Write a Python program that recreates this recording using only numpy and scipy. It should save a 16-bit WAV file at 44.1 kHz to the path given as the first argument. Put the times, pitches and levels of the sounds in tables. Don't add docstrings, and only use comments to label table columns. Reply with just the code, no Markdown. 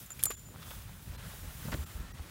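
import sys
import numpy as np
from scipy import signal
from scipy.io import wavfile
from scipy.ndimage import uniform_filter1d

SR = 44100
rng = np.random.default_rng(int(sys.argv[2]) if len(sys.argv) > 2 else 0)


def ratio(d):
    e = np.asarray(d, float) / 20
    return 10 ** e


def digitize_waveform(pressure):
    field = np.atleast_2d(pressure).T
    bounded = np.clip(field, -1, 1)
    quanta = np.round(bounded * 32767).astype(np.int16)
    wavfile.write(sys.argv[1], SR, quanta)


N = 101429


def rms_one(x):
    return x / np.sqrt(np.mean(x ** 2) + 1e-20)


def butter(x, order, hz, kind="low"):
    return signal.sosfilt(signal.butter(order, hz, kind, fs=SR, output="sos"), x)


def place(out, start_s, sound):
    room = out[int(start_s * SR):][:len(sound)]
    room += sound[:len(room)]


def in_time(rows):
    time_s, *columns = np.transpose(rows)
    return [np.interp(np.arange(N) / SR, time_s, c) for c in columns]


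def drift(rate_hz):
    r = np.exp(-80 * np.pi * rate_hz / SR)
    slow = signal.lfilter([1], [1, -2 * r, r * r], rng.standard_normal(N // 40 + 2002))[2000:]
    return np.interp(np.arange(N) / 40, np.arange(len(slow)), rms_one(slow))


def ring(drive, hz, t60_s):
    r, w = ratio(-60 / (t60_s * SR)), 2 * np.pi * hz / SR
    return signal.lfilter([0, np.sin(w)], [1, -2 * r * np.cos(w), r * r], drive + 1e-18)


def coloured(sources, colour, patchy_db, rate_hz, tilt_db=0):
    hz, db = np.transpose(colour)
    edges_hz = hz[0] * 2 ** np.arange(0, np.log2(hz[-1] / hz[0]) + .34, 1 / 3)
    edges_hz = np.minimum(edges_hz, .45 * SR)
    out, together = 0, drift(rate_hz)
    for k, (low, high) in enumerate(zip(edges_hz, edges_hz[1:])):
        band = butter(sources[k % 2], 2, [low, high], "band")
        level_db = np.interp(np.log(low * high) / 2, np.log(hz), db)
        level_db = level_db + tilt_db * (k / len(edges_hz) - .4)
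        flicker = .8 * together + .7 * drift(rate_hz * 1.5)
        out = out + band * ratio(level_db + patchy_db * flicker)
    return rms_one(out)


# (time [s], level [dB], brightness [dB])
WIND_GUSTS = [(0, -41, -13), (.1, -58.5, 0), (.17, -50, 5), (.42, -53, 1), (.55, -49, 22), (.72, -47.5, -9),
              (.92, -49.5, -14), (1.03, -53, 5), (1.17, -43.5, -5), (1.33, -51.5, -1), (1.45, -42, -21),
              (1.53, -49.5, -4), (1.67, -42, 9), (1.8, -41, -1), (1.9, -51, 8), (2, -45.5, 10),
              (2.12, -47.5, 4), (2.3, -51, 20.5)]
# (frequency [Hz], density [dB per Hz])
WIND_SPECTRUM = [(12, -42), (20, -58), (37, -1.5), (65, -4), (151, -8.5), (229, -19.5), (321, -23.5),
                 (500, -33), (650, -30), (1100, -120)]


def wind():
    db, bright_db = in_time(WIND_GUSTS)
    noise = rng.standard_normal((2, N))
    return ratio(db) * coloured(noise, WIND_SPECTRUM, patchy_db=1.4, rate_hz=12, tilt_db=bright_db)


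# (time [s], level [dB])
SPRAY_LEVEL = [(0, -47), (.08, -59), (.2, -53), (.4, -57), (.53, -60), (.64, -55), (.72, -49.5),
               (.87, -58.5), (1.03, -56.5), (1.2, -57.5), (1.3, -52), (1.5, -53), (1.63, -50.5),
               (1.66, -50), (1.8, -53), (1.95, -55), (2.08, -63), (2.3, -59.5)]
# (frequency [Hz], density [dB per Hz])
SPRAY_SPECTRUM = [(2500, -5.5), (4000, 0.5), (5000, -8.5), (6500, 6.5), (7500, -4), (10500, 3),
                  (13000, 1.5), (17000, 4.5)]


def spray():
    db, = in_time(SPRAY_LEVEL)
    noise = rng.standard_normal((2, N))
    return ratio(db + 1.1) * coloured(noise, SPRAY_SPECTRUM, patchy_db=.55, rate_hz=16)


# (start [s], end [s], level [dB], start frequency [Hz], end frequency [Hz], width [Hz])
BRUSHES = [
    (1.63, 1.97, -65, 7300, 7250, 130),
    (1.13, 1.37, -62, 1550, 1600, 250),
    (1.78, 2.13, -64, 1280, 1330, 160),
    (1.93, 2.17, -66, 1600, 1950, 160),
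    (.57, .8, -63, 3350, 3450, 400),
    (.57, .78, -64, 1300, 1400, 350),
    (.88, 1.1, -57, 160, 170, 80),
    (1.2, 1.4, -56, 190, 170, 90),
    (1.64, 1.82, -60, 13500, 13500, 4000),
]


def rubs():
    out, t = np.zeros(N), np.arange(N) / SR
    for start_s, end_s, db, from_hz, to_hz, width_hz in BRUSHES:
        u = np.clip((t - start_s) / (end_s - start_s), 0, 1)
        slow = butter(rng.standard_normal((2, N)), 2, width_hz / 2)
        phase = 2 * np.pi * np.cumsum(from_hz + (to_hz - from_hz) * u) / SR
        band = rms_one(slow[0] * np.cos(phase) + slow[1] * np.sin(phase))
        out += ratio(db) * np.sin(np.pi * u) ** .4 * band
    return out


# (time [s], level [dB])
SKI_PRESSURE = [(0, -61.5), (.3, -58.5), (.42, -65.5), (.52, -63), (.58, -58.5), (.72, -56), (.87, -58),
                (1.02, -61.5), (1.15, -55.5), (1.27, -54.5), (1.38, -56.5), (1.62, -55.5), (1.7, -51.5),
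                (1.8, -53.5), (1.92, -56), (2.3, -56.5)]
# (frequency [Hz], density [dB per Hz])
CRUNCH_SPECTRUM = [(250, -16), (500, 0), (800, -0.5), (1400, 1.5), (2300, -2), (3300, -3.5), (5000, -8),
                   (8000, -10.5)]
GRAINS_PER_S, GRAIN_DB, GRAIN_SPREAD_DB = 400, -10, 4.5


def crunch():
    db, = in_time(SKI_PRESSURE)
    rate_per_s = GRAINS_PER_S * ratio(5.4 * drift(9.3))
    sizes = ratio(GRAIN_SPREAD_DB * np.minimum(rng.exponential(1, N), 5)) * rng.choice([-1, 1], N)
    grains = rms_one(sizes * (rng.random(N) < rate_per_s / SR))
    mix = rng.standard_normal((2, N)) + ratio(GRAIN_DB) * grains
    return ratio(db + 0.9) * coloured(mix, CRUNCH_SPECTRUM, patchy_db=1.3, rate_hz=14)


# (time [s], level [dB], frequency [Hz], length [cycles])
PACKING_THUDS = [(1.071, -36, 117, 1.43), (1.093, -35, 65.3, 2), (1.421, -41, 72, 4),
                 (1.650, -31.5, 153, 2), (1.6777, -33, 171, 2.3), (1.725, -32, 125, 1.1),
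                 (1.7404, -31.5, 110, 1.65), (1.777, -30.5, 70.7, 4.3), (1.946, -33, 54, 1.7),
                 (1.995, -33, 52, 1.47), (2.196, -32.5, 62, 1.37)]


def thuds():
    out, t = np.zeros(N), np.arange(N) / SR
    for s, db, hz, cycles in PACKING_THUDS:
        u = np.clip((t - s) * hz / cycles, 0, 1)
        out += ratio(db) * np.sin(np.pi * u ** 0.76) * np.sin(2 * np.pi * hz * (t - s))
    return out


# (time [s], length [s], level [dB], top frequency [Hz])
CLUMP_SCUFFS = [(0.107, 0.0078, -55.5, 1780), (0.236, 0.0028, -63, 2510), (0.268, 0.0044, -47.5, 1300),
                (0.302, 0.023, -45.5, 4420), (0.302, 0.011, -43.5, 1300), (0.618, 0.022, -52.5, 3880),
                (0.711, 0.0079, -48.5, 2600), (1.334, 0.007, -51.5, 800), (1.436, 0.0091, -55.5, 900),
                (1.449, 0.0069, -55, 900), (1.65, 0.013, -48.5, 431), (1.682, 0.0098, -45, 800),
                (1.717, 0.026, -47, 4440), (1.738, 0.0039, -47, 8000), (1.724, 0.032, -42, 396),
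                (1.826, 0.0079, -53, 2000), (2.035, 0.0057, -56, 700), (2.192, 0.0044, -48, 890),
                (.192, 0.024, -52, 5050)]


def scuffs():
    out, t = np.zeros(N), np.arange(SR // 10) / SR
    for s, length_s, db, top_hz in CLUMP_SCUFFS:
        noise, lumps = rng.standard_normal((2, len(t)))
        ragged = noise * ratio(3.5 * rms_one(uniform_filter1d(lumps, size=30)))
        fade = np.exp(-np.maximum(t - .7 * length_s, 0) / (.3 * length_s))
        shape = np.minimum(t / (.15 * length_s), 1) * fade
        burst = butter(ragged * shape, 1, [top_hz * 0.25, min(top_hz, .4 * SR)], "band")
        burst = butter(burst, 2, [230, min(top_hz * 1.4, .44 * SR)], "band")
        place(out, s, ratio(db) * rms_one(burst) * np.sqrt(np.mean(shape ** 2)))
    return out


# (time [s], level [dB], frequency [Hz], length [cycles])
CRUST_SNAPS = [(.488, -40, 1100, 2), (.5425, -41, 950, 4), (.550, -43.5, 1160, 4),
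               (.5605, -32.5, 1100, 1.6), (.628, -39.5, 1310, 8), (.6825, -42, 1100, 3),
               (.7078, -35, 1500, 1.4), (0.7082, -33, 3250, 5.5), (0.71, -42, 1410, 5.5),
               (.712, -37, 700, 3), (.735, -44.5, 850, 6.8), (.770, -48, 900, 3), (.894, -41, 890, 3.4),
               (1.7178, -39, 5300, 12.6), (1.7198, -29, 1820, 2.6), (1.7212, -34, 1100, 2.2),
               (1.7228, -44, 2000, 2.2), (1.7242, -28.5, 2380, 3), (1.7262, -36, 900, 1.6),
               (1.7274, -24.5, 1030, 3.2), (1.7305, -29, 2080, 3.5), (1.732, -27, 1500, 3),
               (1.734, -27, 1510, 4.5), (1.7392, -38, 3500, 5), (1.7418, -28, 3500, 5.1),
               (1.7425, -28.5, 1520, 4.3), (1.746, -27, 1800, 3.8), (2.188, -43, 550, 1.5),
               (.1045, -38.5, 3340, 5.4), (0.1048, -45, 1600, 2), (0.193, -40, 4500, 3),
               (.228, -39, 1750, 9.8), (0.255, -38, 1800, 6.5), (1.695, -38, 1050, 4.9)]


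def snaps():
    out, click = np.zeros(N), 1. * (np.arange(SR // 20) == 0)
    for s, db, hz, cycles in CRUST_SNAPS:
        place(out, s, ratio(db) * ring(click, hz, 1.64 * cycles / hz))
    return out


# (time [s], snap level [dB], fizz level [dB], ring level [dB], ring damped at [s])
POLE_KNOCKS = [(0.0607, -61, -47.5, -49, 0.072), (0.1043, -38.5, -44, -36.5, 0.13),
               (0.118, -42, -46, -47, 0.13), (0.1931, -37, -43.5, -48, 0.76),
               (0.2288, -24.5, -36, -90, 0.5), (0.237, -5.5, -22, -39, 0.25),
               (0.2413, -26, -26.5, -90, 0.23), (0.2547, -40, -22, -90, .3),
               (0.2554, -50, -22.5, -27, 0.395), (.264, -50, -34, -90, 0.28),
               (.3015, -46, -37.5, -90, 0.26), (0.305, -42, -32.5, -90, 0.33),
               (0.3195, -34, -40, -91.5, 0.57), (0.394, -46, -56, -50, .45)]
# (frequency [Hz], level [dB], t60 [s])
TUBE_MODES = [(7094, -2, .42), (7165, -3, .3), (7210, 0, .11), (7352, -5, .05)]
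# (frequency [Hz], level [dB], t60 [s])
FIZZ_MODES = [(2280, -34, 0.0035), (3500, -17, 0.011), (4510, -18, 0.0078), (6000, -31, 0.0038),
              (8430, -1, 0.0119), (9600, 14, 0.0043), (11100, 11, 0.0025), (11600, 13, 0.0021),
              (13000, 13, 0.0056), (14500, -29, .003), (15700, -25, 0.0027)]
# (time [s], level [dB], swell [s], t60 [s], until [s])
TUBE_SWING = (.443, -49.5, .016, .33, .565)
# (time [s], level [dB], frequency [Hz], t60 [s])
PLASTIC_TICKS = [(0.1052, -44.5, 1351, 0.028), (0.193, -40, 2370, 0.021), (0.197, -50, 3380, 0.06),
                 (0.23, -37, 3500, 0.012), (.237, -31.5, 3174, .012), (.2553, -34, 13600, .03),
                 (0.2559, -29, 8060, 0.038), (0.255, -32.5, 10840, 0.025), (0.2542, -30, 9200, 0.019),
                 (0.2548, -34, 4215, 0.013), (0.2657, -36.5, 1252, 0.0296), (.265, -36, 820, 0.014),
                 (.302, -36.5, 436, 0.027), (.307, -42.5, 1550, 0.048), (.311, -35.5, 1154, 0.028),
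                 (.305, -48, 3178, 0.083), (.305, -51.5, 8140, 0.037)]
SNAP_HZ, SNAP_T60_S, SNAP_ABOVE_HZ = 10800, .0012, 6500
FIZZ_T60_S, FIZZ_ATTACK_S = .021, .0014
RING_ATTACK_S, DAMP_S = .00116, .004


def pole():
    out, t = np.zeros(N), np.arange(SR // 2) / SR
    click = 1. * (t == 0)
    snap = butter(ring(click, SNAP_HZ, SNAP_T60_S), 2, SNAP_ABOVE_HZ, "high")
    snap = snap / snap.max()
    tube = sum(ratio(db) * ring(click, hz, t60_s) for hz, db, t60_s in TUBE_MODES) / 2
    fizz_shape = ratio(-60 * t / FIZZ_T60_S) * np.minimum(t / FIZZ_ATTACK_S, 1)
    for s, snap_db, fizz_db, ring_db, until_s in POLE_KNOCKS:
        noise = rng.standard_normal(len(t))
        fizz = rms_one(sum(ratio(db) * ring(noise, hz, t60_s) for hz, db, t60_s in FIZZ_MODES))
        fizz = fizz[::-1] * fizz_shape
        held = np.minimum(t / RING_ATTACK_S, 1) * np.exp(-np.maximum(t + s - until_s, 0) / DAMP_S)
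        place(out, s, ratio(snap_db) * snap + ratio(fizz_db) * fizz + ratio(ring_db) * tube * held)

    s, db, swell_s, t60_s, until_s = TUBE_SWING
    swell = np.clip(t / swell_s, 0, 1) * np.clip((until_s - s - t) / swell_s, 0, 1)
    place(out, s, ratio(db) * swell * ring(click, TUBE_MODES[0][0], t60_s))

    for s, db, hz, t60_s in PLASTIC_TICKS:
        place(out, s, ratio(db) * ring(click, hz, t60_s))
    return out


def scene():
    x = wind() + spray() + rubs() + crunch() + thuds() + scuffs() + snaps() + pole()
    return np.array([x, x])


def band_limit(x):
    return signal.sosfilt(signal.butter(12, 16970, fs=SR, output="sos"), x)


# (time [s], depth [0-1], faint thin tones sounding in the dip [Hz] ..)
DROPOUTS = [
    (.361, .9, 3400, 7140, 9650),
    (1.171, .9, 1000, 1650, 4100, 12500),
    (1.853, .85, 1350, 7350, 13250),
    (2.131, .9, 1900, 5750, 14400),
]
DROPOUT_S, DROPOUT_ABOVE_HZ, LINE_DB = .028, 450, -62


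def record(dry):
    t, x = np.arange(N) / SR, dry.copy()
    low = signal.sosfiltfilt(signal.butter(2, DROPOUT_ABOVE_HZ, fs=SR, output="sos"), dry)
    for s, depth, *lines_hz in DROPOUTS:
        dip = np.cos(np.pi / 2 * np.clip((t - s) / DROPOUT_S * 2, -1, 1)) ** 2
        lines = ratio(LINE_DB) * sum(np.sin(2 * np.pi * hz * t) for hz in lines_hz)
        x += dip * (lines - depth * (dry - low))
    x = butter(x, 2, 36, "high")
    x = signal.sosfilt(signal.ellip(11, .1, 55, 15780, fs=SR, output="sos"), x)
    return band_limit(x)


dry = scene()
out = record(dry)
digitize_waveform(out)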